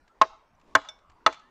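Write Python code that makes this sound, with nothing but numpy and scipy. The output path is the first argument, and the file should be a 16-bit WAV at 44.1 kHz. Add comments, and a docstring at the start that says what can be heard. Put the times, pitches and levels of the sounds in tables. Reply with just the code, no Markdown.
"""Three strokes of a side axe into a wooden stave on a chopping block in a grassy yard.
Each stroke is a short crunch of fibres (coloured noise), a knock (decaying stave modes) and a low
thud from the block; a noise tail and a blurred echo cluster make the yard and the buildings answer.
Chips tick as small noise bursts, and the steel blade clinks once as it comes free (decaying sines).
Behind lie a faint noise background, a sleeve swish before each stroke and thin far-off squeaks."""
import sys
import numpy as np
from scipy import signal
from scipy.fft import rfft, irfft
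from scipy.io import wavfile
from scipy.ndimage import uniform_filter1d

SR = 44100
rng = np.random.default_rng(int(sys.argv[2]) if len(sys.argv) > 2 else 0)


def store_pcm(level_fs):
    """Save levels as 16-bit WAV."""
    pcm = np.round(np.clip(level_fs, -1, 1) * 32767).astype(np.int16)
    wavfile.write(sys.argv[1], SR, np.atleast_2d(pcm).T)


N = 66150  # 1.5 s


def amp(db):
    """Decibels to gain."""
    return 10 ** (np.asarray(db) / 20)


def unit(x):
    """Scales to rms 1."""
    return x / np.sqrt(np.mean(x ** 2) + 1e-20)


def read(points, hz):
    """Interpolates a table on a log-frequency axis."""
    f, value = np.transpose(points)
    return np.interp(np.log(hz + 1), np.log(f + 1), value)


def add(mix, start_s, sound):
    """Mixes a sound in at a time, cut at the end of the mix."""
    part = mix[max(round(start_s * SR), 0):][:len(sound)]
    part += sound[:len(part)]


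def seconds(n):
    """Time axis of n samples."""
    return np.arange(n) / SR


def sine(hz, t):
    """Sine tone from phase zero."""
    return np.sin(2 * np.pi * hz * t)


def ramp(t, rise_s):
    """Linear rise to full level."""
    return np.minimum(t / rise_s, 1)


def build_up(t, rise_s):
    """Smooth rise, quadratic at first, then levelling off."""
    return 1 - np.exp(-(t / rise_s) ** 2)


def fade(age, t60_s):
    """Exponential decay by 60 dB in t60_s; full level while age is negative."""
    return np.exp(-np.log(1000) * np.maximum(age, 0) / t60_s)


def smooth_noise(n, size):
    """Slow random curve: noise under a moving average, at rms 1."""
    return unit(uniform_filter1d(rng.standard_normal(n), size=size))


def colour(x, points, tilt_db_per_octave=0):
    """Gives noise a spectrum, at rms 1."""
    hz = np.fft.rfftfreq(len(x), 1 / SR)
    octaves = np.log2((hz + 100) / 2000)
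    gain_db = read(points, hz) + tilt_db_per_octave * octaves
    return unit(irfft(rfft(x) * amp(gain_db), len(x)))


def die_away(x, age, t60s):
    """Splits x into overlapping bands and lets each fade at its own speed."""
    hz, spectrum = np.fft.rfftfreq(len(x), 1 / SR), rfft(x)
    centres = [f for f, _ in t60s]
    out = np.zeros(len(x))
    for share, (_, t60_s) in zip(np.eye(len(t60s)), t60s):
        weight = read(list(zip(centres, share)), hz)
        out += irfft(spectrum * weight, len(x)) * 1e-3 ** (age / t60_s)
    return out


# Outdoor background spectrum. Each row: frequency in Hz, relative level in dB.
AIR_SPECTRUM = [(20, 0), (45, 2.5), (70, -7), (140, -10), (220, -8), (400, -9), (750, -9.5), (970, -5),
                (1200, -11), (1600, -16), (2200, -21), (3500, -29.5), (6000, -34), (9000, -42),
                (15000, -48)]
AIR_RMS_DB, AIR_PATCH_DB = -64, 3.5


def air():
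    """Faint outdoor noise whose level drifts in time-frequency patches."""
    hz, _, z = signal.stft(rng.standard_normal(N), SR, nperseg=2048, noverlap=1536)
    patches = uniform_filter1d(rng.standard_normal(z.shape), size=12, axis=0)
    patches = unit(uniform_filter1d(patches, size=8, axis=1))
    z = z * amp(read(AIR_SPECTRUM, hz)[:, None] + AIR_PATCH_DB * patches)
    noise = signal.istft(z, nperseg=2048, noverlap=1536)[1][:N]
    return amp(AIR_RMS_DB) * unit(noise)


# Faint far-off squeaks. Each row: start in seconds, length in seconds, start and end pitch in Hz, level in dB.
FAR_SQUEAKS = [(0.094, 0.05, 1346, 1328, -63), (0.55, 0.01, 6010, 6060, -72.5),
               (1.206, 0.011, 1397, 1370, -60.5), (1.415, 0.11, 1680, 1890, -64.5)]
SQUEAK_WAVER = .02  # rms, as a fraction of the pitch


def squeaks():
    """Thin gliding sines with a randomly wavering pitch."""
    out = np.zeros(N)
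    for start_s, length_s, start_hz, end_hz, db in FAR_SQUEAKS:
        u = np.linspace(0, 1, round(length_s * SR))
        waver = smooth_noise(SR, 120)[:len(u)]
        hz = (start_hz + (end_hz - start_hz) * u) * (1 + SQUEAK_WAVER * waver)
        swell = np.sin(np.pi * np.sqrt(u))
        add(out, start_s, amp(db) * swell * np.sin(2 * np.pi * np.cumsum(hz) / SR))
    return out


# Sleeve cloth spectrum. Each row: frequency in Hz, relative level in dB.
SWISH_SPECTRUM = [(30, 9), (60, 6.5), (100, -4), (300, 8.5), (700, -5), (2000, -13), (6000, -22),
                  (14000, -45)]
# Swish level of each stroke in dB.
SWISH_LEVELS_DB = [-70.5, -59.5, -66.5]
SWISH_LEAD_S, SWISH_WIDTH_S = 0.037, 0.069


def sleeve():
    """Cloth noise swells on each downswing and peaks just before the stroke lands."""
    t = seconds(N)
    level = np.zeros(N)
    for (start_s, *_), db in zip(STROKES_TABLE, SWISH_LEVELS_DB):
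        level += amp(db) * np.exp(-((t - start_s + SWISH_LEAD_S) / SWISH_WIDTH_S) ** 2)
    return level * colour(rng.standard_normal(N), SWISH_SPECTRUM)


# Yard reverberation spectrum. Each row: frequency in Hz, relative level in dB.
YARD_SPECTRUM = [(100, -15.5), (420, -19), (620, -5.5), (850, -6), (1080, -5.5), (1350, -3), (1800, -8.5),
                 (3500, 2.5), (7400, 2), (9000, -8), (15000, -11.5)]
# Yard reverberation decay. Each row: frequency in Hz, t60 in seconds.
YARD_DECAY = [(100, .25), (1000, 0.55), (3000, 0.46), (7000, 0.38), (15000, .3)]
YARD_RISE_S = .015


def yard(x, tilt_db_per_octave):
    """Scattered echoes of the open yard: convolution with a decaying noise tail of unit energy."""
    t = seconds(SR * 2 // 3)
    noise = colour(rng.standard_normal(len(t)), YARD_SPECTRUM, tilt_db_per_octave)
    tail = die_away(noise, t, YARD_DECAY) * ramp(t, YARD_RISE_S)
    return signal.fftconvolve(x, tail / np.linalg.norm(tail))


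# Building echo spectrum. Each row: frequency in Hz, relative level in dB.
WALL_SPECTRUM = [(200, -20), (480, -9.5), (640, -1.5), (780, 12), (900, 1), (1070, -8), (1320, 7),
                 (1550, -16), (3000, 0.5), (6000, -5.5), (10000, -17)]
WALL_DELAY_S, WALL_SPREAD_S = 0.11, 0.038


def walls(x):
    """Buildings throw back a blurred, hollow copy: convolution with a bell-shaped noise cluster."""
    t = seconds(SR // 3)
    cluster = np.exp(-((t - WALL_DELAY_S) / WALL_SPREAD_S) ** 2)
    echo = colour(rng.standard_normal(len(t)), WALL_SPECTRUM) * cluster
    return signal.fftconvolve(x, echo / np.linalg.norm(echo))


SMALL_RISE_S = .001  # chips and blade


def tick(db, spectrum, t60_s):
    """Small decaying noise burst: a splinter snaps or lands, or wood touches the blade."""
    t = seconds(SR // 4)
    burst = colour(rng.standard_normal(len(t)), spectrum)
    return amp(db) * burst * fade(t, t60_s) * ramp(t, SMALL_RISE_S)


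# Loose chips and splinters. Each row: start in seconds, level in dB.
CHIP_EVENTS = [(0.0779, -59), (.597, -64.5), (.613, -63), (.676, -68), (.709, -73), (.816, -52),
               (0.849, -52.5), (.989, -62.5), (1.098, -56.5), (1.117, -64.5), (1.3257, -39.5), (1.333, -51),
               (1.343, -46.5), (1.395, -57)]
# Chip spectrum. Each row: frequency in Hz, relative level in dB.
CHIP_SPECTRUM = [(200, -7), (1300, -2), (2100, 2), (3200, -2), (5000, -7.5), (7500, -10.5), (10000, -39),
                 (15000, -40)]
CHIP_T60_S = .04


def chips():
    """Splinters tick, each a fresh burst of one spectrum."""
    out = np.zeros(N)
    for start_s, db in CHIP_EVENTS:
        add(out, start_s, tick(db, CHIP_SPECTRUM, CHIP_T60_S))
    return out


# Steel blade modes. Each row: frequency in Hz, level in dB, t60 in seconds.
BLADE_MODES = [(627.6, -48.5, 0.14), (865, -49, .1), (1623, -60.5, 0.25), (2236, -56, 0.284),
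               (3528, -32.5, 0.068), (3550, -51, 0.097), (5390, -53.5, 0.25)]
# Spectrum of wood touching the blade. Each row: frequency in Hz, relative level in dB.
CLINK_SPECTRUM = [(300, -27), (1500, 1), (2800, 4), (3600, -8.5), (4700, -7.5), (5700, 14.5), (6400, 2.5),
                  (7500, -8), (11000, -18.5), (15000, -38)]
CLINK_START_S, CLINK_TICK_DB, CLINK_TICK_T60_S = .8872, -40, 0.043


def clink():
    """The blade is tapped as it leaves the cut, and its modes ring down."""
    t = seconds(SR // 2)
    ring = sum(amp(db) * fade(t, t60_s) * sine(hz, t) for hz, db, t60_s in BLADE_MODES)
    ring *= ramp(t, SMALL_RISE_S)
    add(ring, 0, tick(CLINK_TICK_DB, CLINK_SPECTRUM, CLINK_TICK_T60_S))
    return ring


THUD_HZ, THUD_RISE_S, THUD_T60_S = 110, .014, 0.062


def block_thud():
    """The chopping block answers with one low mode that rises, then decays."""
    t = seconds(SR // 3)
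    return sine(THUD_HZ, t) * ramp(t, THUD_RISE_S) * fade(t - THUD_RISE_S, THUD_T60_S)


# Crunch spectrum. Each row: frequency in Hz, relative level in dB.
CRUNCH_SPECTRUM = [(100, -28), (190, -24.5), (330, -9), (600, -3), (1300, 5), (2200, 1), (4400, -6.5),
                   (6800, -10), (8200, -20.5), (12000, -28.5), (15000, -34.5)]
# Crunch decay. Each row: frequency in Hz, t60 in seconds.
CRUNCH_DECAY = [(100, .07), (500, 0.11), (1500, .07), (3500, 0.023), (8000, 0.026), (15000, 0.021)]
CRUNCH_RISE_S, GRAIN_DB = 0.00093, 4


def fibre_crunch(length_s, tilt_db_per_octave, top_hz):
    """Fibres break as grainy noise, held for length_s; then each band dies away."""
    t = seconds(SR // 3)
    grains = amp(GRAIN_DB * smooth_noise(len(t), 24))
    fibres = colour(grains * rng.standard_normal(len(t)), CRUNCH_SPECTRUM, tilt_db_per_octave)
    fibres = signal.lfilter(*signal.butter(2, top_hz, fs=SR), fibres)
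    held = die_away(fibres, np.maximum(t - length_s, 0), CRUNCH_DECAY)
    return build_up(t, CRUNCH_RISE_S) * held


# Stave modes; each stroke lands elsewhere and wakes them differently.
# Each row: frequency in Hz, t60 in seconds, relative level in dB in strokes 1, 2 and 3.
STAVE_MODES = [(285, 0.11, -35, -27.5, -29), (431, 0.039, -36.5, -29, -19.5),
               (524, 0.099, -35.5, -31.5, -28.5), (648.8, 0.095, -14, -17, -15),
               (868.5, 0.068, -13.5, -17, -13.5), (1072, .05, 0.5, -7, -9),
               (1281.6, 0.042, -12.5, -15.5, -1.5), (1533.6, 0.012, -14, -4.5, -12),
               (1731, 0.04, -23, -15.5, -23), (1897.6, 0.016, -20, -19, -11.5),
               (2267, 0.01, -35, -25.5, -19), (2858, 0.021, -30.5, -24.5, -15), (3475, .025, -35, -28, -12),
               (3926, .02, -22.5, -33.5, -17), (4402, 0.013, -34.5, -24, -13),
               (5865, 0.02, -42.5, -23.5, -23), (6460, 0.0084, -41, -24.5, -35)]
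BITE_S = .0018  # build-up of the force


def stave_knock(index, drive_s):
    """The blade drives the stave's modes for drive_s; then each rings down."""
    t = seconds(SR // 3)
    knock = np.zeros(len(t))
    for k, (hz, t60_s, *levels_db) in enumerate(STAVE_MODES):
        sign = (-1) ** k
        knock += sign * amp(levels_db[index]) * fade(t - drive_s, t60_s) * sine(hz, t)
    return knock * build_up(t, BITE_S)


def stroke(index, knock_db, crunch_db, length_s, tilt_db_per_octave, top_hz, thud_db, drive_s):
    """One axe blow: (crunch of the fibres, wood of stave and block)."""
    crunch = amp(crunch_db) * fibre_crunch(length_s, tilt_db_per_octave, top_hz)
    wood = amp(knock_db) * stave_knock(index, drive_s) + amp(thud_db) * block_thud()
    return crunch, wood


# Axe strokes. Each row: start in seconds, knock gain in dB, crunch level in dB, crunch length in seconds,
# crunch tilt in dB per octave, crunch top in Hz, thud level in dB, drive in seconds, yard gain in dB,
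# yard tilt in dB per octave, wall echo gain in dB.
STROKES_TABLE = [(0.2134, -4, -19.5, 0.0063, -2, 8500, -46, 0.0046, -24.5, 1.5, -42.5),
                 (0.7508, -2, -15.5, 0.0052, -1, 14000, -38.5, 0.005, -26.5, -1.5, -39.5),
                 (1.2624, -4, -13.5, 0.0038, -2.5, 13260, -45.5, 0.0031, -23.5, 0.5, -50)]
KNOCK_SEND_DB, SMALL_SEND_DB = -7.5, -28  # shares of knock and small sounds that reach the yard


def scene():
    """Strokes with their echoes, small sounds and the background."""
    out = air() + sleeve()
    for index, (start_s, *blow, yard_db, yard_tilt, wall_db) in enumerate(STROKES_TABLE):
        crunch, wood = stroke(index, *blow)
        add(out, start_s, crunch + wood)
        add(out, start_s, amp(yard_db) * yard(crunch + amp(KNOCK_SEND_DB) * wood, yard_tilt))
        add(out, start_s, amp(wall_db) * walls(crunch + wood))
    small = squeaks() + chips()
    add(small, CLINK_START_S, clink())
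    small_echo = amp(SMALL_SEND_DB) * yard(small, 0)[:N]
    return (out + small + small_echo)[None]


CEILING, EDGE_HZ = .85, 15600


def record(dry):
    """Rounds off the loudest peaks, then low-passes at EDGE_HZ."""
    rounded = dry / (1 + (dry / CEILING) ** 4) ** (1 / 4)
    lowpass = signal.firwin(255, EDGE_HZ, window=("kaiser", 9), fs=SR)
    return signal.oaconvolve(rounded, lowpass[None], "same")


dry = scene()
out = record(dry)
store_pcm(out)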